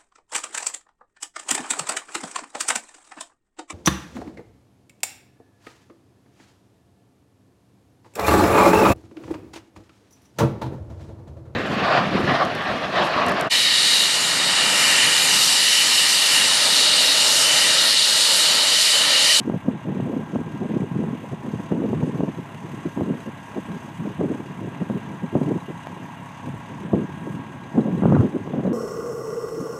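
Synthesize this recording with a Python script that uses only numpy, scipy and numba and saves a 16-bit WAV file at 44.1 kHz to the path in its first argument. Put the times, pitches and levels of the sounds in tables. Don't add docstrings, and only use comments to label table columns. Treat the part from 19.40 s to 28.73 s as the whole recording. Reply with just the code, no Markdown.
import sys
import numpy as np
from scipy import signal
from scipy.fft import rfft, irfft, next_fast_len
from scipy.io import wavfile
from scipy.ndimage import uniform_filter1d
from numba import njit

SR = 44100
rng = np.random.default_rng(int(sys.argv[2]) if len(sys.argv) > 2 else 0)


def magnitude_from_level(level_db):
    exponent = np.asarray(level_db, float) / 20
    return 10 ** exponent


def pcm_store(signal):
    levels = np.round(np.clip(np.atleast_2d(signal), -1, 1) * 32767)
    wavfile.write(sys.argv[1], SR, levels.astype(np.int16).T)


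N = 411453

FIRING_HZ = 35.006


def unit(x):
    return x / np.sqrt(np.mean(x ** 2))


def curves(table):
    s, *columns = np.transpose(table)
    return [np.interp(np.arange(N) / SR, s, column) for column in columns]


def colour(x, spectrum):
    size = next_fast_len(N)
    hz, db = np.transpose(spectrum)
    bin_hz = np.arange(size // 2 + 1) * SR / size
    gain = magnitude_from_level(np.interp(np.log(bin_hz + 1), np.log(hz), db))
    return unit(irfft(rfft(x, size) * gain, size)[:N])


def butter(x, order, hz, kind="low"):
    return signal.sosfilt(signal.butter(order, hz, kind, fs=SR, output="sos"), x)


@njit
def moving_band(x, hz, width):
    y, band, low = np.empty(len(x)), 0., 0.
    for i in range(len(x)):
        g, k = np.tan(np.pi * hz[i] / SR), width[i] / hz[i]
        v = (band + g * (x[i] - low)) / (1 + g * (g + k))
        band, low, y[i] = 2 * v - band, low + 2 * g * v, k * v
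    return y


def ring(pulses, hz, width_hz):
    pole = np.exp((2j * np.pi * hz - np.pi * width_hz) / SR)
    return signal.lfilter([1], [1, -pole], pulses).imag


def peak(x, hz, width_hz):
    return signal.lfilter(*signal.iirpeak(hz, hz / width_hz, SR), x)


def walk(rate):
    k = int(SR / rate)
    held = np.repeat(rng.standard_normal(N // k + 1), k)
    return unit(uniform_filter1d(uniform_filter1d(held, k), k)[:N])


def steady(x, span_s):
    k = int(span_s * SR)
    return x / np.sqrt(uniform_filter1d(uniform_filter1d(x ** 2, k), k) + 1e-9)


# start_s, level_db
BREEZE = [(0, -45), (1.2, -33.5), (2.6, -44.5), (3.2, -40), (4.1, -44), (5.3, -37), (6.3, -44), (7, -46),
          (7.7, -35.5), (8.2, -40.5), (8.9, -31.5), (9.33, -33)]
# start_s, length_s, level_db, edge_db (roughness above the level)
GUSTS = [(0.057, 0.11, -28, -7.5), (0.254, 0.1, -31, -6), (0.458, 0.36, -26.5, -13),
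         (.94, 0.064, -26, -8.5), (1.201, 0.053, -27, -21), (1.294, 0.14, -25, -22), (1.52, 0.22, -27, -8),
         (2.04, 0.16, -28.5, -12), (2.308, .39, -25, -9.5), (2.736, 0.16, -24.5, -20),
         (3.571, 0.17, -26.5, -12), (4.293, 0.061, -30, -7), (4.605, 0.097, -28, -6), (4.8, 0.11, -22, -11),
         (4.93, 0.067, -29.5, -17), (5.184, 0.12, -31, -9), (5.49, 0.071, -28.5, -7),
         (5.627, 0.13, -36, 2.5), (5.932, 0.07, -29, -11), (6.063, 0.098, -21, -21),
         (6.503, 0.14, -37, -18), (7.04, 0.095, -36, -17), (7.306, 0.23, -37, -8),
         (7.534, 0.099, -22.5, -11.5), (7.832, 0.16, -30, -5), (8.354, 0.236, -22.5, -16),
         (8.629, 0.173, -17, -4), (8.835, 0.026, -18.5, -12), (9.138, 0.058, -22.5, -20),
         (9.237, .1, -21.5, -10)]
GUST_RISE_S, GUST_FALL_S = 0.0075, 0.012
# centre_s, level_db, pitch_hz, edge_db (roughness above the level)
PUFFS = [(.01, -28.5, 205, -18.5), (1.07, -27.5, 180, -20), (1.15, -29, 200, -13), (1.84, -34, 205, -10),
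         (1.929, -23.5, 195, -16), (2.25, -32, 183, -13), (2.99, -26, 192, -11), (3.16, -39, 195, -13),
         (3.25, -31, 190, -10), (3.34, -33.5, 185, -12), (3.39, -37, 200, -10), (3.468, -21, 240, -3.5),
         (3.712, -20, 205, -6), (3.78, -37.5, 220, -18), (3.88, -28.5, 250, -6), (4.178, -22, 233, -16),
         (4.45, -37, 169, -22), (5.06, -34.5, 190, -18), (5.11, -31, 185, -25), (5.419, -22.5, 200, -7.5),
         (5.841, -23.5, 188, -10), (6.3, -27.5, 200, -19), (6.82, -37, 185, -22), (7.08, -27, 178, -16),
         (7.45, -28, 205, -7), (8.384, -12.5, 200, -12), (8.74, -16.5, 237, -13), (8.803, -11, 166, -15),
         (8.959, -20, 205, -8), (9.07, -35, 205, -14)]
PUFF_S = 0.011
EDDY_HZ, EDDY_HZ_PER_DB = 200, 1.5


def airflow():
    t = np.arange(N) / SR
    blow = magnitude_from_level(2 * curves(BREEZE)[0])
    rough = blow * magnitude_from_level(2 * -28)
    for s, length_s, db, edge_db in GUSTS:
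        span = slice(max(int((s - .1) * SR), 0), int((s + length_s + .15) * SR))
        rise = np.clip((s - t[span]) / GUST_RISE_S, 0, None)
        fall = np.clip((t[span] - s - length_s) / GUST_FALL_S, 0, None)
        power = magnitude_from_level(2 * db) * np.exp(-rise ** 2 - fall ** 2)
        blow[span] += power
        rough[span] += power * magnitude_from_level(2 * (edge_db - 0.49 * np.clip(-26.5 - db, 0, 20)))
    pitch = blow * (EDDY_HZ + EDDY_HZ_PER_DB * (10 * np.log10(blow) + 25))
    puffs = np.zeros(N)
    for s, db, hz, edge_db in PUFFS:
        span = slice(max(int((s - .1) * SR), 0), int((s + .1) * SR))
        power = magnitude_from_level(2 * db) * np.exp(-((t[span] - s) / PUFF_S) ** 2)
        puffs[span] += power
        pitch[span] += power * hz
        rough[span] += power * magnitude_from_level(2 * edge_db)
    return blow, puffs, rough, pitch / (blow + puffs)


# start_s, peak_db
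BUFFETS = [(0.074, -10), (0.137, -9), (0.281, -3.5), (0.485, -9.5), (0.599, -10), (0.762, -12), (0.95, -10),
           (1.217, -11.5), (1.361, -7), (1.415, -9.5), (1.554, -10), (1.59, -6), (2.137, -13),
           (2.317, -6.5), (2.382, -12), (2.439, -7), (2.53, -9.5), (2.628, -4), (2.828, -5.5), (3.571, -15),
           (3.616, -7.5), (4.804, -11), (5.508, -7), (5.554, -10), (5.951, -0.5), (6.014, -4), (7.534, -1),
           (8.624, -11), (9.133, -9), (9.249, -6.5)]
BUFFET_FADE_S = 0.096


def wind():
    blow, slap, rough, hz = airflow()
    t = np.arange(N) / SR
    for s, peak_db in BUFFETS:
        span = slice(int(s * SR), int((s + .4) * SR))
        fall_db = peak_db - 8.0 - 60 * (t[span] - s) / BUFFET_FADE_S
        slap[span] += magnitude_from_level(2 * fall_db)
        rough[span] += magnitude_from_level(2 * (fall_db - 20.0 + 0.32 * (peak_db + 8)))
    blow, slap, rough = (np.sqrt(np.abs(uniform_filter1d(power, size=180))) for power in (blow, slap, rough))
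    lumps = rng.standard_normal(N) * magnitude_from_level(5.24 * walk(38) + 3.72 * walk(120))
    hz = np.clip(hz * (1 + 0.088 * walk(20)), 80, 500)
    eddies = lumps
    for width in (1.124, 1.78, 2.96):
        eddies = moving_band(eddies, hz, width * hz)
    body, punch = steady(eddies, 0.029), steady(eddies, 0.015)
    total = np.sqrt(blow ** 2 + slap ** 2)
    pressure = (blow ** 2 * body + slap ** 2 * punch) / total
    edge_spectrum = [(200, 4.5), (450, -12.5), (900, -12), (1400, -16.5), (2500, -36), (5000, -87)]
    edge = steady(colour(lumps, edge_spectrum), 0.011)
    return butter(pressure + rough * edge, 2, [65, 1600], "band")


# start_s, peak_db
POPS = [(0.098, -17), (0.28, -31), (0.6, -19.5), (0.958, -16.5), (1.638, -21.5), (2.319, -18.5),
        (2.42, -22), (2.531, -18.5), (2.806, -17.5), (3.575, -21), (3.609, -17), (4.347, -37), (4.811, -20),
        (5.418, -23), (5.499, -21), (5.954, -19), (6.013, -31), (6.07, -33), (6.47, -25), (7.533, -14.5),
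        (8.377, -20), (8.621, -21), (8.635, -14.5), (8.655, -9), (8.723, -9), (8.766, -11), (9.075, -24),
        (9.135, -26), (9.194, -22.5), (9.255, -19)]
POP_MS = 0.57


def pops():
    out = np.zeros(N)
    age = np.arange(-200, 400) / SR * 1000 / POP_MS - 1.6
    suck = np.exp(-age ** 2 * 2)
    for s, db in POPS:
        start = int(s * SR)
        out[start - 200:start + 400] -= magnitude_from_level(db + 7.5) * suck
    return out


# start_s, peak_db, brightness_hz, thud_db
CLICKS = [
    (3.147, -26, 2500, -7),
    (6.471, -22, 1800, 4),
]


def linkage():
    out = np.zeros(N)
    for s, db, hz, thud_db in CLICKS:
        pulse = np.zeros(N)
        pulse[int(s * SR)] = magnitude_from_level(db)
        out += ring(pulse, hz, 1200.)
        out += .22 * ring(pulse, 8500., 5000.)
        out += magnitude_from_level(thud_db) * ring(pulse, 700., 350.)
    return out


# time_s, pitch_hz, level_db
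WHINE = [(0, 1608, -60), (.65, 1608, -56), (1.3, 1611, -54), (2.1, 1617, -61), (3.1, 1617, -63),
         (3.5, 1618, -55), (4.1, 1619, -54), (4.8, 1620, -58), (5.6, 1623, -54), (6.45, 1623, -54),
         (7.1, 1624, -58), (7.6, 1624, -53), (8.3, 1625, -52), (9.33, 1626, -53)]
# pitch_hz, level_db
HUMS = [(1340, -67.5), (1880, -67), (2686, -73), (3353, -73), (4958, -86)]


def pump():
    hz, db = curves(WHINE)
    phase = 2 * np.pi * np.cumsum(hz + 0.6 * walk(25)) / SR
    out = magnitude_from_level(db + 1.5 * walk(5)) * (np.sin(phase) + magnitude_from_level(-18) * np.sin(2 * phase))
    for hum_hz, hum_db in HUMS:
        hum_phase = 2 * np.pi * np.cumsum(hum_hz + 5.82 * walk(30)) / SR
        out += magnitude_from_level(hum_db + 2 * walk(4.6)) * np.sin(hum_phase)
    return np.sqrt(2) * out


SKIP_AT_S, SKIP_SAMPLES = 7.53, 1024


def crank():
    n = np.arange(N)
    return (n + SKIP_SAMPLES * (n > SKIP_AT_S * SR)) * FIRING_HZ / SR


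INJECTOR_HZ, INJECTOR_WIDTH_HZ, INJECTOR_DB, INJECTOR_S = 6350, 280, -72, 0.0054


def injectors(firings):
    shot = firings.astype(int)
    spit = magnitude_from_level(INJECTOR_DB + 4.9 * rng.standard_normal(shot[-1] + 1))[shot]
    age_s = (firings % 1 - .15) / FIRING_HZ
    jet = rng.standard_normal(N) * spit * np.exp(-(age_s / INJECTOR_S) ** 2)
    return 5.5 * peak(jet, INJECTOR_HZ, INJECTOR_WIDTH_HZ)


# multiple (of the engine cycle rate), level_db
EXHAUST = [(18, -50.5), (24, -49.5), (26, -58.5), (30, -51), (36, -61), (42, -52), (48, -52), (54, -78)]
# pitch_hz, level_db (per Hz)
RUMBLE = [(35, -29), (60, 2), (103, 0), (167, 7), (270, -9.5), (428, -30), (600, -36), (780, -44),
          (1320, -120)]


def exhaust(firings):
    tones = np.zeros(N)
    for k, db in EXHAUST:
        tones += np.sqrt(2) * magnitude_from_level(db + 0.71 * walk(2.8)) * np.sin(2 * np.pi * k * firings / 6 + k)
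    return tones + magnitude_from_level(-43.5 + 3.45 * walk(14)) * colour(rng.standard_normal(N), RUMBLE)


CYLINDER_DB = [0, 1.5, 0.5, 2, 0, 0]


def gas_puff(firings):
    shot = firings.astype(int)
    uneven_db = 2.3 * rng.standard_normal(shot[-1] + 1)[shot]
    strength_db = np.array(CYLINDER_DB)[shot % 6] + uneven_db
    return magnitude_from_level(strength_db) * np.sin(np.pi * (firings % 1) ** 0.44) ** 3


# pitch_hz, level_db (per Hz)
HISS = [(2440, -35), (4150, -23), (4380, -7.5), (5600, -9), (6350, 2), (7010, -4.5), (8210, -4),
        (9670, -10), (11000, -8.5), (12200, -17.5), (13900, -15.5), (15300, -18.5)]


def hiss(puff):
    low, middle, top = [rng.standard_normal(N) * (1 + 0.43 * puff) * magnitude_from_level(1.14 * walk(24)) for _ in range(3)]

    def below(x, hz):
        return signal.sosfiltfilt(signal.butter(4, hz, fs=SR, output="sos"), x)

    return colour(top + below(middle - top, 10500) + below(low - middle, 6940), HISS)


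def rattle(firings, share, change_s):
    size = int(6 * SR / FIRING_HZ)
    turn = np.arange(N) / (change_s * SR)
    patterns = rng.standard_normal((int(turn[-1]) + 2, size))
    where = (firings / 6 % 1 * size).astype(int)
    which, blend = turn.astype(int), turn % 1 * np.pi / 2
    same = np.cos(blend) * patterns[which, where] + np.sin(blend) * patterns[which + 1, where]
    return np.sqrt(share) * same + np.sqrt(1 - share) * rng.standard_normal(N)


# pitch_hz, level_db (per Hz)
CLATTER = [(290, -51), (500, -18), (546, -9), (622, -7.5), (667, -5), (741, -5.5), (816, -1), (939, 1),
           (1140, -7.5), (1190, -13.5), (1570, -8), (1730, -10), (2880, -13), (4050, -23.5), (5260, -53),
           (8910, -120)]
# pitch_hz, width_hz, level_db
BLOCK = [(684, 21, -6.5), (835, 6.4, -4), (935, 24, -5.5), (960, 8.9, -5.5), (1029.4, 27, -2),
         (1092, 11, -5.5), (1380, 25, -15), (1930, 15, -18), (2020, 20, -11.5), (2140, 28, -14),
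         (2890, 37, -18), (3840, 230, -29)]
SPLIT_HZ = 1250


def clatter(firings, puff):
    teeth = 1 + 0.18 * np.cos(2 * np.pi * (3 * (firings % 1) - .6))
    gears = rattle(firings, share=0.71, change_s=2.29) * teeth
    low = butter(gears, 4, SPLIT_HZ)
    high = butter(rng.standard_normal(N), 4, SPLIT_HZ, "high")
    block = np.zeros(N)
    for hz, width_hz, db in BLOCK:
        block += magnitude_from_level(db) * unit(ring(gears if hz < SPLIT_HZ else high, hz, width_hz))
    noise = low + high * (1 + 0.28 * puff) * magnitude_from_level(0.75 * walk(25))
    return colour(noise, CLATTER) + magnitude_from_level(-7.5) * block


# place (in the cycle, 0-6), pitch_hz, width_hz, level_db
KNOCKS = [(0.1713, 960, 480, -32), (1.17, 900, 410, -26), (1.8, 990, 270, -30.5), (2.45, 960, 150, -41.5),
          (3.7, 1000, 290, -50), (4.3, 1400, 390, -46), (5.3, 1000, 250, -39), (4.55, 836, 140, -30.5),
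          (6.2, 760, 126, -31), (5.15, 900, 190, -37.5), (4.9, 950, 210, -28), (4.9, 2350, 410, -35),
          (1.1, 2300, 57, -44), (3.4, 1700, 140, -46.5), (4.9, 1800, 90, -42), (0.93, 2800, 110, -63.5),
          (2.2, 2800, 68, -48), (3.18, 2800, 65, -45), (3.5, 2800, 94, -46.5), (2.1, 3500, 120, -53.5),
          (1.12, 3940, 100, -50.5)]
VALVE_ABOVE_HZ = 3600


def knocks(firings, valve_db, scatter_db=0.8, slip_s=.00006):
    out, cycles = np.zeros(N), np.arange(int(firings[-1] / 6) + 1)
    for place, hz, width_hz, db in KNOCKS:
        slip, force = rng.standard_normal((len(cycles), 2)).T
        at = np.searchsorted(firings, 6 * cycles + place) + (slip_s * SR * slip).astype(int)
        inside = at < N
        pulses = np.zeros(N)
        pulses[at[inside]] = magnitude_from_level(db + scatter_db * force)[inside]
        if hz > VALVE_ABOVE_HZ:
            pulses *= magnitude_from_level(valve_db)
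        out += peak(ring(pulses, hz, width_hz), hz, 1.16 * width_hz)
    return out


# time_s, clatter_db, hiss_db (above clatter), valve_db (change of the ticks)
ENGINE = [(0, -52.5, -11.5, -10), (2, -51.5, -10.5, -2), (3.1, -51.5, -10, 1), (4.4, -51, -8.5, 2),
          (4.8, -51.5, -10, -11), (5.9, -51, -10.5, 0), (6.2, -51, -9.5, 8), (6.3, -51, -10.5, -2),
          (8.1, -52, -11, -6), (8.22, -53, -10.5, 10), (8.8, -50, -11, 5), (8.9, -54, -9.5, 2),
          (9.33, -52, -13, 4)]


def engine(firings):
    level_db, hiss_db, valve_db = curves(ENGINE)
    puff = gas_puff(firings)
    swell = magnitude_from_level(level_db - level_db.mean())
    metal = swell * (knocks(firings, valve_db) + magnitude_from_level(-45.5) * clatter(firings, puff))
    air = magnitude_from_level(level_db + hiss_db + 1.1 + .8 * walk(24)) * hiss(puff)
    return exhaust(firings) + metal + air


def scene():
    firings = crank()
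    machine = engine(firings) + pump() + linkage()
    return (machine + wind() + pops() + injectors(firings))[None]


def top_cut(x):
    return signal.sosfilt(signal.butter(12, 15330, fs=SR, output="sos"), x)


def record(dry):
    x = butter(dry, 3, 90, "high")
    x = signal.sosfilt(signal.ellip(12, .2, 80, 15310, fs=SR, output="sos"), x)
    x = x * np.minimum((N - np.arange(N)) / 300, 1)
    return top_cut(x)


dry = scene()
out = record(dry)
pcm_store(out)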